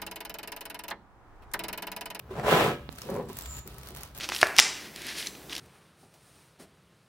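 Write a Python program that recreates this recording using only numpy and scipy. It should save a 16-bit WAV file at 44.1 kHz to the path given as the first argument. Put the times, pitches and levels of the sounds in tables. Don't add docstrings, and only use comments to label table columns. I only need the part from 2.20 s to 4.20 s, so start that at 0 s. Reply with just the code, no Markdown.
import sys
import numpy as np
from scipy import signal
from scipy.fft import rfft, irfft
from scipy.io import wavfile

SR = 44100
rng = np.random.default_rng(int(sys.argv[2]) if len(sys.argv) > 2 else 0)


def generate_wav(signal):
    frames = np.transpose(np.atleast_2d(signal))
    scaled = np.clip(frames, -1, 1) * 32767
    pcm = np.round(scaled).astype(np.int16)
    wavfile.write(sys.argv[1], SR, pcm)


N = 88200
T = np.arange(N) / SR
BIN_HZ = np.arange(N + 1) * SR / (2 * N)

# pitch_hz, relative_db, t60_s
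TABLE_MODES = [(109.8,-9.5,0.17),(138,-11.5,0.44),(167,-7.5,0.25),(215.5,-5.5,0.23),(255.4,-8.5,0.21),(341,0.5,0.26),(385,-2.5,0.19),(436.2,2,0.19),(486.5,2.5,0.13),(571.4,-5,0.3),(621,-4.5,0.17),(711.7,-1.5,0.31),(786,-8,.13),(998,-3.5,0.17)]


def from_db(db):
    return 10 ** (np.asarray(db) / 20)


def rms_one(x):
    return x / np.sqrt(np.mean(x ** 2) + 1e-20)


def in_time(rows):
    times, *columns = np.transpose(rows)
    return [np.interp(T, times, column) for column in columns]


def at_hz(points, hz):
    frequencies, values = np.transpose(points)
    return np.interp(np.log(hz + 1e-3), np.log(frequencies), values)


def low_pass(x, hz, order=2):
    return signal.sosfilt(signal.butter(order, hz, fs=SR, output="sos"), x)


def colour(x, spectrum):
    gain = rms_one(from_db(at_hz(spectrum, BIN_HZ)))
    cepstrum = irfft(np.log(gain))
    cepstrum[1:N] *= 2
    cepstrum[N + 1:] = 0
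    return irfft(rfft(x, 2 * N) * np.exp(rfft(cepstrum)))[..., :N]


def spread(pair, left_lag_s=0):
    # frequency_hz, correlation
    likeness = [(60,.98),(140,.99),(290,.96),(500,.9),(1000,.8),(2000,.5),(5000,.28),(14000,.2)]
    alike = at_hz(likeness, BIN_HZ)
    mid, side = rfft(pair, 2 * N) * np.sqrt([1 + alike, 1 - alike]) / np.sqrt(2)
    delay = np.exp(-2j * np.pi * BIN_HZ * left_lag_s)
    return irfft([(mid + side) * delay, mid - side])[:, :N]


def panned(db):
    return from_db(np.array([[db], [-db]]) / 2)


def balanced(x, points):
    db = at_hz(points, BIN_HZ)
    return irfft(rfft(x, 2 * N) * from_db(np.array([db, -db]) / 2))[:, :N]


def noise():
    return rng.standard_normal((2, N))


def grains(per_s, spread_db):
    sizes = from_db(spread_db * np.minimum(rng.exponential(1, N), 4))
    return rms_one((rng.random(N) < per_s / SR) * sizes * noise())


def decay(start_s, fade_s):
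    return (T >= start_s) * np.exp(-np.maximum(T - start_s, 0) / fade_s)


def resonance(x, hz, width_hz):
    radius = np.exp(-np.pi * width_hz / SR)
    forward = np.sqrt((1 - radius ** 2) / 2) * np.array([1, 0, -1])
    feedback = [1, -2 * radius * np.cos(2 * np.pi * hz / SR), radius ** 2]
    return signal.lfilter(forward, feedback, x + 1e-18)


def body(force, modes):
    hz, db, t60_s = np.transpose(modes)
    gains = from_db(db) / np.linalg.norm(from_db(db))
    widths_hz = np.log(1000) / (np.pi * t60_s)
    return sum(gain * resonance(force, pitch, width) for pitch, gain, width in zip(hz, gains, widths_hz))


def wavering(width_hz):
    wander = low_pass(noise() + 1j * noise(), width_hz)
    return rms_one(wander.view(float)).view(complex)


def friction_tone(curve, width_hz, octave_db):
    hz, db = in_time(curve)
    turn = np.exp(2j * np.pi * np.cumsum(hz) / SR)
    tone = wavering(width_hz) * turn + from_db(octave_db) * wavering(2 * width_hz) * turn ** 2
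    return tone.real * from_db(db) * (T > curve[0][0]) * (T < curve[-1][0])


def room_hum():
    # pitch_hz, width_hz, level_db
    lines = [(64.5,13,-53),(135.3,11,-57),(1285,10,-70.5)]
    # time_s, gain_db
    swell = [(0,-7),(.25,8),(.55,-4),(.64,5),(.8,-3),(1.1,-0.5),(1.25,4.5),(1.33,9.5),(1.48,3),(1.7,2.5),(2,-3.5)]
    # frequency_hz, relative_db
    room_spectrum = [(25,-15),(45,0.5),(65,-6.5),(100,-3.5),(140,-7.5),(220,-14.5),(400,-20),(1200,-23),(3000,-33),(8000,-46.5),(16000,-39)]
    steady_share = .35
    hum = 0
    for hz, width_hz, db in lines:
        amplitude = np.sqrt(2 * steady_share) + np.sqrt(1 - steady_share) * wavering(width_hz)
        turn = np.exp(2j * np.pi * (hz * T + rng.random((2, 1))))
        hum += from_db(db) * (amplitude * turn).real
    room_tone = from_db(-52.5) * colour(noise(), room_spectrum)
    return spread(hum * from_db(in_time(swell)[0]) + room_tone)


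def workshop_reverb(x, t60_s=.26, gap_s=.005):
    tail = low_pass(noise() * from_db(-60 * T / t60_s) * (T > gap_s), hz=7560)
    return spread(signal.fftconvolve(x, rms_one(tail) / np.sqrt(N), axes=1)[:, :N])


def tick():
    pulse = decay(start_s=.6912, fade_s=.00056)
    edge = from_db(-8) * resonance(pulse, hz=4080, width_hz=700)
    return from_db(-29) * panned(db=-22.5) * low_pass(pulse + edge, hz=4920, order=8)


def table_boom(bottom_hz=100, top_hz=280):
    # time_s, level_db
    swell = [(0,-89),(.1,-55),(.18,-39),(.308,-43),(.322,-28),(.37,-36),(.44,-38),(.475,-30.5),(.52,-36.5),(.6,-48),(.66,-54),(.71,-50),(.78,-61.5),(.87,-45),(.93,-38.5),(1.0,-49.5),(1.08,-46.5),(1.16,-52.5),(1.3,-62),(2,-62)]
    low_modes = [mode for mode in TABLE_MODES if mode[0] < top_hz]
    sway = rms_one(resonance(noise(), hz=144.6, width_hz=32))
    boom = sway + from_db(3) * rms_one(body(noise(), low_modes))
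    band = signal.butter(3, [bottom_hz, top_hz], "band", fs=SR, output="sos")
    return spread(rms_one(signal.sosfilt(band, boom)) * from_db(in_time(swell)[0]))


def hand_bumps(pitch_hz=377.5, fade_s=.018, rise_s=.0031):
    # start_s, level_db
    bumps = [(.106,-34.5),(1.108,-47.5),(1.454,-48),(1.71,-48.5)]
    out = 0
    for start_s, db in bumps:
        shape = decay(start_s, fade_s) - decay(start_s, rise_s)
        out += 2 * from_db(db) * shape * np.sin(2 * np.pi * pitch_hz * (T - start_s))
    return out


def hand():
    # time_s, level_db
    rubbing = [(.70,-67),(.80,-70),(.878,-43.5),(.893,-36),(.93,-36.5),(1.005,-33.5),(1.035,-45),(1.07,-51.5),(1.11,-43),(1.15,-63),(1.44,-72),(1.465,-50),(1.50,-56),(1.68,-64),(1.715,-48.5),(1.76,-70)]
    # frequency_hz, relative_db
    rub_spectrum = [(70,-27),(170,7.5),(290,-2),(380,9),(530,-3),(640,-5),(980,-1),(1200,-12),(2500,-22),(6000,-47)]
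    # time_s, pitch_hz, level_db
    judder_curve = [(.83,490.3,-47),(.882,501.4,-47),(.897,503,-32),(.92,558.7,-46.5),(.965,546.2,-39.5),(.99,518.3,-30.5),(1.015,496,-42),(1.05,477,-75)]
    force = grains(per_s=900, spread_db=1) * from_db(in_time(rubbing)[0])
    rub = from_db(-1.5) * colour(force, rub_spectrum)
    ring = from_db(-6.5) * low_pass(body(force, TABLE_MODES), hz=553)
    judder = friction_tone(judder_curve, width_hz=20.7, octave_db=-19)
    return spread(rub + ring + judder) + hand_bumps()


def film_squeak(width_hz=183, chirp_hz=7670, chirp_half_s=.023):
    # time_s, pitch_hz, level_db
    glide = [(1.20,7550,-63),(1.235,7720,-53),(1.26,7300,-54),(1.31,7230,-44),(1.35,7070,-45),(1.41,7100,-53),(1.50,7000,-70)]
    # centre_s, level_db
    chirps = [(.232,-62),(1.078,-69),(1.167,-55)]
    squeak = friction_tone(glide, width_hz, octave_db=-12)
    swell = sum(from_db(db - 14 * ((T - centre_s) / chirp_half_s) ** 2) for centre_s, db in chirps)
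    chirp_tone = (wavering(width_hz) * np.exp(2j * np.pi * chirp_hz * T)).real
    return squeak + swell * chirp_tone


def film_snaps(fade_s=.0012, rise_s=.00055, tail_s=.008, ring_q=2.5):
    # start_s, relative_db, left_minus_right_db, pitch_hz
    patches = [(0.726,-37,-5,9100),(0.759,-42,-5,6200),(0.7829,-39,-3,11000),(0.784,-38,5,1350),(0.786,-34.5,4,4240),(.818,-27.5,4.5,5430),(0.9008,-34.5,7.5,10600),(0.963,-38,4,7700),(1.0872,-41,-1,7600),(1.098,-55,4,12000),(1.110,-47,-7,13000),(1.13,-35.5,0,11100),(1.1691,-28,-2,13500),(1.173,-40,6,14100),(1.1874,-23,1,11800),(1.2097,-33,11,8160),(1.2218,-32,-1,11500),(1.258,-29.5,5,2900),(1.261,-37.5,-9,7050),(1.309,-38,0,11000),(1.368,-35,2,13600),(1.389,-38.5,15,11500),(1.4759,-31.5,2.5,12400),(1.5433,-42,-2,9100),(1.583,-34.5,6,12100),(1.633,-35,3,2920),(1.672,-33.5,4,4080),(1.687,-33,2,12300),(1.749,-33,3,9900),(1.770,-33.5,10,13900),(1.784,-38,-1,13000),(1.81,-37,1,11900),(1.8333,-27.5,4,10900),(1.851,-44,-9,13000),(1.949,-36.5,2,8800),(1.967,-38,2,12200),(1.977,-30.5,2,13000),(1.985,-31,3,13600)]
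    out, crack = 0, noise()
    for start_s, db, pan_db, hz in patches:
        shape = decay(start_s, fade_s) - decay(start_s, rise_s) / 2
        tail = from_db(-18) * decay(start_s, tail_s)
        ring = from_db(-5) * resonance(crack, hz, hz / ring_q)
        out += from_db(db - 1.5) * panned(pan_db) * (shape + tail) * (crack + ring)
    return out


def bag(fade_in_s=.04):
    # time_s, level_db
    picking = [(.68,-66),(.715,-56),(.735,-60),(.82,-53),(.93,-53.5),(1.0,-59.5),(1.075,-67),(1.095,-53.5),(1.15,-55.5),(1.185,-52.5),(1.3,-55.5),(1.39,-50.5),(1.44,-72),(1.48,-54.5),(1.53,-59),(1.59,-58.5),(1.65,-56),(1.68,-54),(1.735,-58.5),(1.775,-52),(1.84,-52.5),(1.89,-60),(1.942,-69),(1.955,-51),(2,-54.5)]
    # frequency_hz, relative_db
    rustle_spectrum = [(300,0),(700,3.5),(1300,0.5),(2200,-2.5),(4000,-1),(7000,-12),(11000,-8),(16000,-16.5)]
    # frequency_hz, relative_db
    crackle_spectrum = [(500,1.5),(1300,5),(2300,-0.5),(4000,-2),(6000,0),(9000,-2.5),(12000,-1),(16000,2.5)]
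    fade_in = np.clip((T - picking[0][0]) / fade_in_s, 0, 1)
    handling = from_db(in_time(picking)[0]) * fade_in
    rustle = from_db(2) * colour(noise() * handling, rustle_spectrum)
    creases = from_db(.5) * colour(grains(per_s=760, spread_db=4) * handling, crackle_spectrum)
    film = spread(rustle + creases + film_squeak(), left_lag_s=-.00012)
    snaps = colour(film_snaps(), crackle_spectrum)
    return (film + snaps) * panned(db=-1.3)


def canister():
    # time_s, drone_db, rasp_db
    push = [(0,-73,-75),(.09,-56.5,-83),(.114,-45,-56),(.148,-47.5,-59),(.2,-34,-57),(.225,-46.5,-56),(.25,-31,-49),(.275,-25.5,-36.5),(.315,-25,-29),(.36,-24,-31),(.41,-22.5,-32.5),(.44,-28,-33.5),(.49,-29,-39.5),(.525,-38.5,-45.5),(.565,-55.5,-54.5),(.62,-57,-63.5),(.68,-69,-64),(.8,-83,-99)]
    # start_s, level_db
    catches = [(0.198,-34.5),(0.233,-32),(0.247,-28.5),(0.276,-28),(0.321,-19.5),(0.3267,-17),(0.399,-18.5),(0.411,-32)]
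    # frequency_hz, relative_db
    drone_spectrum = [(60,-24),(100,-37),(200,-14),(290,-10.5),(450,3.5),(750,0),(900,0.5),(1100,-3.5),(1500,-5),(2200,-14),(4000,-37)]
    # frequency_hz, relative_db
    knock_spectrum = [(70,-14),(250,-9.5),(450,0.5),(800,1.5),(1300,-5),(2000,-14.5),(4000,-40.5)]
    # frequency_hz, relative_db
    rasp_spectrum = [(900,-31.5),(1600,5),(2800,4.5),(3700,1),(4600,-10),(6000,-15),(8000,-12),(11000,-13.5),(16000,-12)]
    # frequency_hz, left_minus_right_db
    rasp_balance = [(1300,-3.5),(4400,0),(8000,-1.5),(15000,-4)]
    # pitch_hz, relative_db, t60_s
    steel_modes = [(1052,0,.25),(1289,1,.3),(1490,-2,.08),(1634,0,.25),(2340,-7,.15),(2480,-6,.1),(2843,-5,.25),(3290,-8,.15)]
    drone_db, rasp_db = in_time(push)
    slips = grains(per_s=2500, spread_db=2)
    knocks = noise() * sum(from_db(db) * decay(start_s, fade_s=.0061) for start_s, db in catches)
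    force = slips * from_db(drone_db - 3)
    drone = colour(force, drone_spectrum) + colour(knocks, knock_spectrum)
    table_ring = body(force + from_db(-11) * knocks, TABLE_MODES)
    grit = rms_one(slips + 2.4 * noise()) * from_db(rasp_db)
    steel_ring = from_db(-3) * body(grit, steel_modes)
    rasp = spread(from_db(2.5) * colour(grit, rasp_spectrum), left_lag_s=.00018)
    return spread(drone + table_ring + steel_ring) + balanced(rasp, rasp_balance)


def scene():
    near = canister() + hand() + bag()
    return near + from_db(-14.5) * workshop_reverb(near) + table_boom() + tick() + room_hum()


def record(dry, low_cut_hz=42, top_hz=16000):
    low_cut = signal.butter(3, low_cut_hz, "high", fs=SR, output="sos")
    high_cut = signal.ellip(10, .2, 90, top_hz, fs=SR, output="sos")
    return signal.sosfilt(high_cut, signal.sosfilt(low_cut, dry))


dry = scene()
out = record(dry)
generate_wav(out)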